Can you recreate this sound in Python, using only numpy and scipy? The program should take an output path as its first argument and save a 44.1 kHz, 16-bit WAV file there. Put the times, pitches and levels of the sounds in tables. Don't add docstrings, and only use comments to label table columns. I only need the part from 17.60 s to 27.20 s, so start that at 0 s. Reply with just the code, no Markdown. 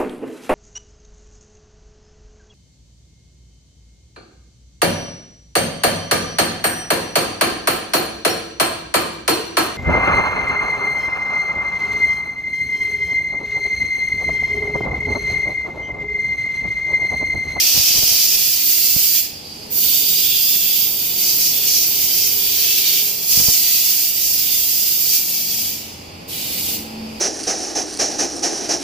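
import sys
import numpy as np
from scipy import signal
from scipy.fft import rfft, irfft
from scipy.io import wavfile

SR = 44100
rng = np.random.default_rng(int(sys.argv[2]) if len(sys.argv) > 2 else 0)


def wav_record(signal):
    frames = np.transpose(np.atleast_2d(signal))
    bounded = np.clip(frames, -1, 1)
    quanta = np.round(bounded * 32767).astype(np.int16)
    wavfile.write(sys.argv[1], SR, quanta)


N = 423360
TIME = np.arange(N) / SR
BINS_HZ = np.maximum(np.arange(N // 2 + 1) * SR / N, 1)

# (frequency [Hz], relative level [dB])
PLUME_SPECTRUM = [(900, -22.5), (1500, -14), (1950, -7.5), (2200, -2), (2700, 2.5), (3900, 1.5), (4500, 3),
                  (5600, 9.5), (7000, 6.5), (8000, 1.5), (10600, 1.34), (13000, 5.5), (14600, 9.5),
                  (15500, 8)]
# (time [s], relative hiss level [dB], body [dB], sizzle [dB])
PLUME_RIDE = [(0, -26.6, -2, 6.5), (.72, -27, -4.5, 8), (1.1, -25, -6, 8), (1.6, -24.5, -7.5, 7.5),
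              (2.15, -25.5, -4.5, 10.5), (2.45, -26.5, -9, 8), (3.2, -28, -7, 11), (3.7, -29, -5.5, 10),
              (4.9, -29, -4, 10), (5.35, -27.5, -2, 9.5), (5.72, -24.3, -6.5, 8), (6.25, -24.9, -6.3, 7.3),
              (6.55, -27.5, -7, 8.5), (7.57, -27, -7.5, 8.7), (7.65, -29.5, -7, 9), (8.1, -31, -3.5, 7.5),
              (8.4, -34, -3.5, 1), (8.75, -33.5, -.5, 3), (9.15, -28.5, -6, 5)]
# (centre [Hz], half width [Hz], flat setting [dB])
PLUME_BELLS = [(2660, 2800, -5), (5620, 990, 3.5), (14360, 3070, 5)]
# (middle [s], length [s], strength [dB])
SURGES = [(.33, .86, 7.5), (.88, 0.23, 3.5), (1.33, 0.47, 1), (3.68, 0.14, 6.5), (3.86, .11, 8),
          (4.16, 0.19, 10.5), (4.43, 0.2, 3.5), (4.63, 0.13, 7.5), (5.16, .52, 3.5), (5.84, .26, 5.3),
          (6.44, .08, 0.5), (6.68, 0.14, 4), (7.54, .1, 4.5), (7.86, .34, 2)]
# (middle [s], length [s], dip [dB])
SAGS = [(.96, 0.12, 2.5), (3.02, .1, 1), (3.36, .14, 4), (3.52, 0.13, 3.5), (5.47, 0.081, 2.5),
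        (5.595, .17, 8), (6.56, 0.12, 2), (6.85, .12, 0.5), (7.2, .14, 0.3)]
# (frequency [Hz], left over right [dB])
HISS_PAN = [(2000, -0.5), (3000, -2.5), (4200, 0.5), (5500, -2.5), (7500, 0), (9500, 1.3), (10700, -0.5),
            (11500, 3.5), (12700, 0), (15000, -1)]
# (time [s], added left over right [dB])
SIZZLE_PAN = [(.5, -6), (1.2, -8.5), (2.2, -8), (3.4, -5.5), (7.56, -5.5), (7.68, 2), (8.0, 2), (8.25, -3),
              (9.2, -1)]
def plume(level_db=12.0, flutter_db=0.68, calm_rush_db=1.7, wide_share=0.4):
    hz, t, frames = signal.stft(coloured(PLUME_SPECTRUM), SR, nperseg=256)
    hz = np.maximum(hz, 1)[:, None]
    hiss_db, body_db, sizzle_db = automation(PLUME_RIDE, t)
    body_db = body_db + 0.96 * np.interp(t, TIME, drift(6.6))
    surge_db = gated_db(SURGES, t)
    wide_db = wide_share * surge_db * bell(hz, centre_hz=6600, width_hz=6000)
    rush_db = calm_rush_db + (1 - wide_share) * surge_db
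    gain_db = level_db + hiss_db - gated_db(SAGS, t) + wide_db
    for (centre, width, flat_db), band_db in zip(PLUME_BELLS, (body_db, rush_db, sizzle_db)):
        gain_db = gain_db + bell(hz, centre, width) * (band_db - flat_db)
    beam_db = bell(hz, centre_hz=14550, width_hz=1800) * automation(SIZZLE_PAN, t)[0]
    left_db = at_hz(HISS_PAN, hz) + beam_db
    frames = frames * burning(hz, t) * from_db([gain_db + left_db / 2, gain_db - left_db / 2])
    return signal.istft(frames, SR)[1][:, :N] * from_db(flutter_db * drift(23))


# (start [s], stop [s], attack [s], release [dB/s], rush trim [dB])
BURNS = [(-.5, 1.595, .05, 167, -0.5), (2.098, 8.09, 0.067, 58, 0), (8.675, 9.13, 0.027, 132, -4)]
def burning(hz, t=TIME, reference_hz=9050):
    pitch_ratio = np.maximum(hz, 1000) / reference_hz
    rush_band = bell(hz, centre_hz=5870, width_hz=1300)
    envelope = 0
    for start, stop, attack, release, rush_db in BURNS:
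        lit = 1 - np.exp(-np.maximum(t - start, 0) / attack * pitch_ratio ** 0.74)
        faded_db = release * pitch_ratio ** .33 * np.maximum(t - stop, 0)
        envelope = envelope + lit * from_db(rush_db * rush_band - faded_db)
    return envelope


# (middle [s], length [s], relative level [dB])
KEYHOLE_RINGS = [(2.33, 0.21, -28), (2.55, 0.23, -29.5), (2.73, 0.15, -24.5), (2.9, 0.19, -30.5),
                 (3.144, 0.27, -29), (3.48, 0.36, -34.5), (3.977, .12, -33), (4.338, .1, -34),
                 (4.884, 0.19, -31.5), (5.117, .2, -31.5), (5.34, .2, -29), (6.28, 0.11, -35),
                 (6.95, 0.26, -34.5), (7.357, .1, -34)]
# (centre [Hz], half width [Hz], relative level [dB])
KEYHOLE_MODES = [(2790, 270, -6.5), (3510, 310, 0.5)]
def gas_resonances(nozzle_hz=4770, overtone_hz=11960, surge_share=.55):
    hiss_db, _, sizzle_db = automation(PLUME_RIDE)
    hiss_db = hiss_db - gated_db(SAGS)
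    gas_db = automation(GAS_FLOW)[0]
    rings = sum(from_db(db) * gate(middle, length) for middle, length, db in KEYHOLE_RINGS)
    jet = burning(nozzle_hz) * from_db(hiss_db + surge_share * gated_db(SURGES))
    breath = np.sqrt(from_db(gas_db + 3) ** 2 + jet ** 2 + (rings * from_db(-1)) ** 2)
    sizzle = burning(overtone_hz) * from_db(hiss_db + 0.84 * sizzle_db - 9.5)
    overtone_gain = np.hypot(from_db(gas_db - 20.5), sizzle)
    nozzle = wander(ringing(nozzle_hz, width_hz=345), depth=.017) * breath * from_db(1.3 * drift(12))
    modes = sum(from_db(db) * ringing(hz, width) for hz, width, db in KEYHOLE_MODES)
    keyhole = wander(modes, depth=.012) * rings * from_db(.8 * drift(10))
    overtone = ringing(overtone_hz, width_hz=200) * overtone_gain * from_db(drift(6.5))
    return nozzle * pan(left_db=-3) + keyhole * pan(left_db=-1.5) + overtone * pan(left_db=-8)


# (time [s], level [dB])
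GAS_FLOW = [(0, -40), (2.05, -40), (8.6, -49), (9.6, -43.5)]
# (frequency [Hz], relative level [dB])
GAS_SPECTRUM = [(900, -18), (2000, -4), (2700, 1.5), (3500, 5), (3900, -2), (5600, 4), (7000, 2),
                (8000, -1), (10600, -2), (14600, -2), (15500, -7)]
def shielding_gas():
    return coloured(GAS_SPECTRUM) * from_db(automation(GAS_FLOW)[0])


# (delay [ms], level against the direct sound [dB])
ECHOES = [(1.3, -14), (2.1, -17), (2.9, -13.5), (4.099, -16), (5.6, -11), (7.5, -13.5)]
def steel_reflections(x, sway_ms=0.0947):
    hz, t, frames = signal.stft(x, SR, nperseg=2048, noverlap=1536)
    response, power = 1, 1
    for ms, db in ECHOES:
        delay_ms = ms + sway_ms * np.interp(t, TIME, drift(.25))
        response = response + from_db(db) * np.exp(-2j * np.pi * hz[:, None] * delay_ms / 1000)
        power = power + from_db(db) ** 2
    return signal.istft(frames * response / np.sqrt(power), SR, noverlap=1536)[1][:, :N]


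# (time [s], pressure peak [dB], swing [Hz], turbulence [dB], its rise and fall [s])
PUFFS = [(.178, -16.5, 130, -26, 0.031), (.200, -22, 100, -44, 0.009), (.307, -28, 120, -39, .02),
         (.359, -24, 130, -33, .015), (.39, -23, 120, -29, .015), (.435, -20.5, 120, -31, .02),
         (.522, -29, 120, -35, 0.044), (.762, -30, 100, -38, 0.033), (1.3656, -13.5, 125, -27, 0.0098),
         (5.7765, -15, 120, -34.5, .03), (5.8, -18, 130, -42, .015), (5.820, -21, 110, -33, .02),
         (5.8876, -12.5, 104, -23.5, 0.013)]
# (frequency [Hz], relative level [dB])
BUFFET_SPECTRUM = [(20, -8), (70, 2.5), (160, -10), (300, -7), (600, -9), (1200, -17.5), (3000, -31)]
def draught(left_leak_db=-19, steady_db=-55.5):
    turbulence = coloured(BUFFET_SPECTRUM)[1] * from_db(2 * drift(40))
    pressure = turbulence * from_db(steady_db)
    for s, db, hz, stir_db, stir_s in PUFFS:
        phase = 2 * np.pi * hz * (TIME - s)
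        push_pull = -phase * np.exp((1 - np.minimum(phase ** 2, 200)) / 2)
        pressure += from_db(db) * push_pull + turbulence * from_db(stir_db) * swell(s, stir_s, stir_s)
    return pressure * np.array([[from_db(left_leak_db)], [1]])


# (middle [s], length [s], boost [dB])
HUM_SWELLS = [(4.7, 0.83, 6.5), (6.95, .5, 3.5), (8.35, .7, 8.5), (9.2, 1.0, 5)]
# (middle [s], length [s], level [dB])
DRIVE_RUNS = [(2.9, 1.84, -50.5), (4.8, 1.83, -47.5)]
# (peak time [s], rise [s], fall [s], level [dB])
DRONE_SWELLS = [(8.0, .13, .3, -44), (9.15, .2, 0.11, -43), (9.43, .13, 0.13, -29)]
def motors(hum_db=-56.5, drone_hz=221.0):
    hum = from_db(hum_db + gated_db(HUM_SWELLS) + 1.9 * drift(3)) * tone(hz=87.8, wobble=1.93)
    drive_gain = sum(from_db(db) * gate(middle, length) for middle, length, db in DRIVE_RUNS)
    whirr = drive_gain * ringing(hz=416, width_hz=18)
    drone_gain = sum(from_db(db) * swell(s, rise, fall) for s, rise, fall, db in DRONE_SWELLS)
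    return hum + whirr + drone_gain * tone(drone_hz, wobble=.25)


# (time [s], relative rumble level [dB], relative air level [dB])
FAN_RIDE = [(0, -54, -43), (1.0, -49, -48), (1.6, -47.5, -50), (2.15, -43.5, -45), (2.8, -46.3, -48.5),
            (3.7, -44.5, -44), (5.6, -48, -45.5), (6.4, -49.5, -47), (8.1, -46, -46.5), (9.1, -40.5, -42)]
# (frequency [Hz], relative level [dB])
RUMBLE_SPECTRUM = [(20, -16), (45, -10.5), (90, -0.5), (140, -1), (200, -1), (300, -3), (500, -7),
                   (1000, -39)]
AIR_SPECTRUM = [(100, -13.5), (250, -2.5), (420, -2.5), (600, -2.5), (800, -2), (1200, -9.5), (1800, -14),
                (2600, -5), (5000, -28), (12000, -35)]
# (pitch [Hz], relative level [dB])
MACHINE_TONES = [(172.3, -56), (301.0, -53.5), (500, -60.5), (620, -63.5), (813, -61)]
def workshop():
    rumble_db, air_db = automation(FAN_RIDE)
    rumble = coloured(RUMBLE_SPECTRUM) * from_db(rumble_db + 1.5)
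    air = coloured(AIR_SPECTRUM) * from_db(air_db + 4) * pan(left_db=-0.7)
    tones = sum(from_db(db - 1 + 2 * drift(1.5)) * tone(hz, wobble=1.73) for hz, db in MACHINE_TONES)
    return rumble + air + tones * from_db(rumble_db - np.median(rumble_db))


# (frequency [Hz], left-right correlation [-1 to 1])
PORT_CORRELATION = [(60, 0.99), (220, 0.88), (380, 0.57), (520, -0.027), (800, -0.21), (1500, -0.47),
                    (2000, 0.048), (2800, 0.36), (3500, 0.48), (4100, 0.64), (4700, 0.2), (5500, 0.035),
                    (7500, -0.21), (12000, 0.16), (15000, -0.019)]
def noise(gain):
    alike = np.clip(at_hz(PORT_CORRELATION, BINS_HZ), -.99, .99)
    mid, side = rfft(rng.standard_normal((2, N)))
    left_right = np.sqrt(1 + alike) * mid + np.sqrt(1 - alike) * side * np.array([[1], [-1]])
    return unit_rms(irfft(left_right * gain, N))


def coloured(spectrum):
    return noise(from_db(at_hz(spectrum, BINS_HZ)))


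def ringing(hz, width_hz):
    return noise(1 / (1 + ((BINS_HZ - hz) / width_hz) ** 2))


def tone(hz, wobble):
    return np.sqrt(2) * np.sin(2 * np.pi * hz * TIME + wobble * drift(2.7))


def drift(rate_hz):
    return unit_rms(irfft(rfft(rng.standard_normal(N)) / (1 + (BINS_HZ / rate_hz) ** 2), N))


def wander(x, depth):
    warped = TIME + np.cumsum(depth * drift(rate_hz=2)) / SR
    return np.array([np.interp(warped % TIME[-1], TIME, channel) for channel in x])


def gate(middle, length, t=TIME, edge_s=0.027):
    return .5 + .5 * np.tanh((length / 2 - np.abs(t - middle)) / edge_s)


def gated_db(rows, t=TIME):
    return sum(db * gate(middle, length, t) for middle, length, db in rows)


def swell(peak_s, rise_s, fall_s):
    return np.exp(-np.minimum(np.maximum((peak_s - TIME) / rise_s, (TIME - peak_s) / fall_s), 20))


def bell(hz, centre_hz, width_hz):
    return np.exp(-np.abs((hz - centre_hz) / width_hz) ** 3)


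def automation(rows, t=TIME):
    times, *lanes = np.transpose(rows)
    return [np.interp(t, times, lane) for lane in lanes]


def at_hz(points, hz):
    known_hz, values = np.transpose(points)
    return np.interp(np.log(hz), np.log(known_hz), values)


def pan(left_db):
    return from_db(np.array([[.5], [-.5]]) * left_db)


def from_db(db):
    return 10 ** (np.asarray(db) / 20)


def unit_rms(x):
    return x / np.sqrt(np.mean(x ** 2) + 1e-20)


def scene():
    weld = plume() + shielding_gas() + gas_resonances()
    return steel_reflections(weld) + workshop() + motors() + draught()


def record(dry, ceiling=.88, cutoff_hz=15480):
    rounded = dry / (1 + (dry / ceiling) ** 8) ** (1 / 8)
    return irfft(rfft(rounded) / np.sqrt(1 + (BINS_HZ / cutoff_hz) ** 1000), N)


dry = scene()
out = record(dry)
wav_record(out)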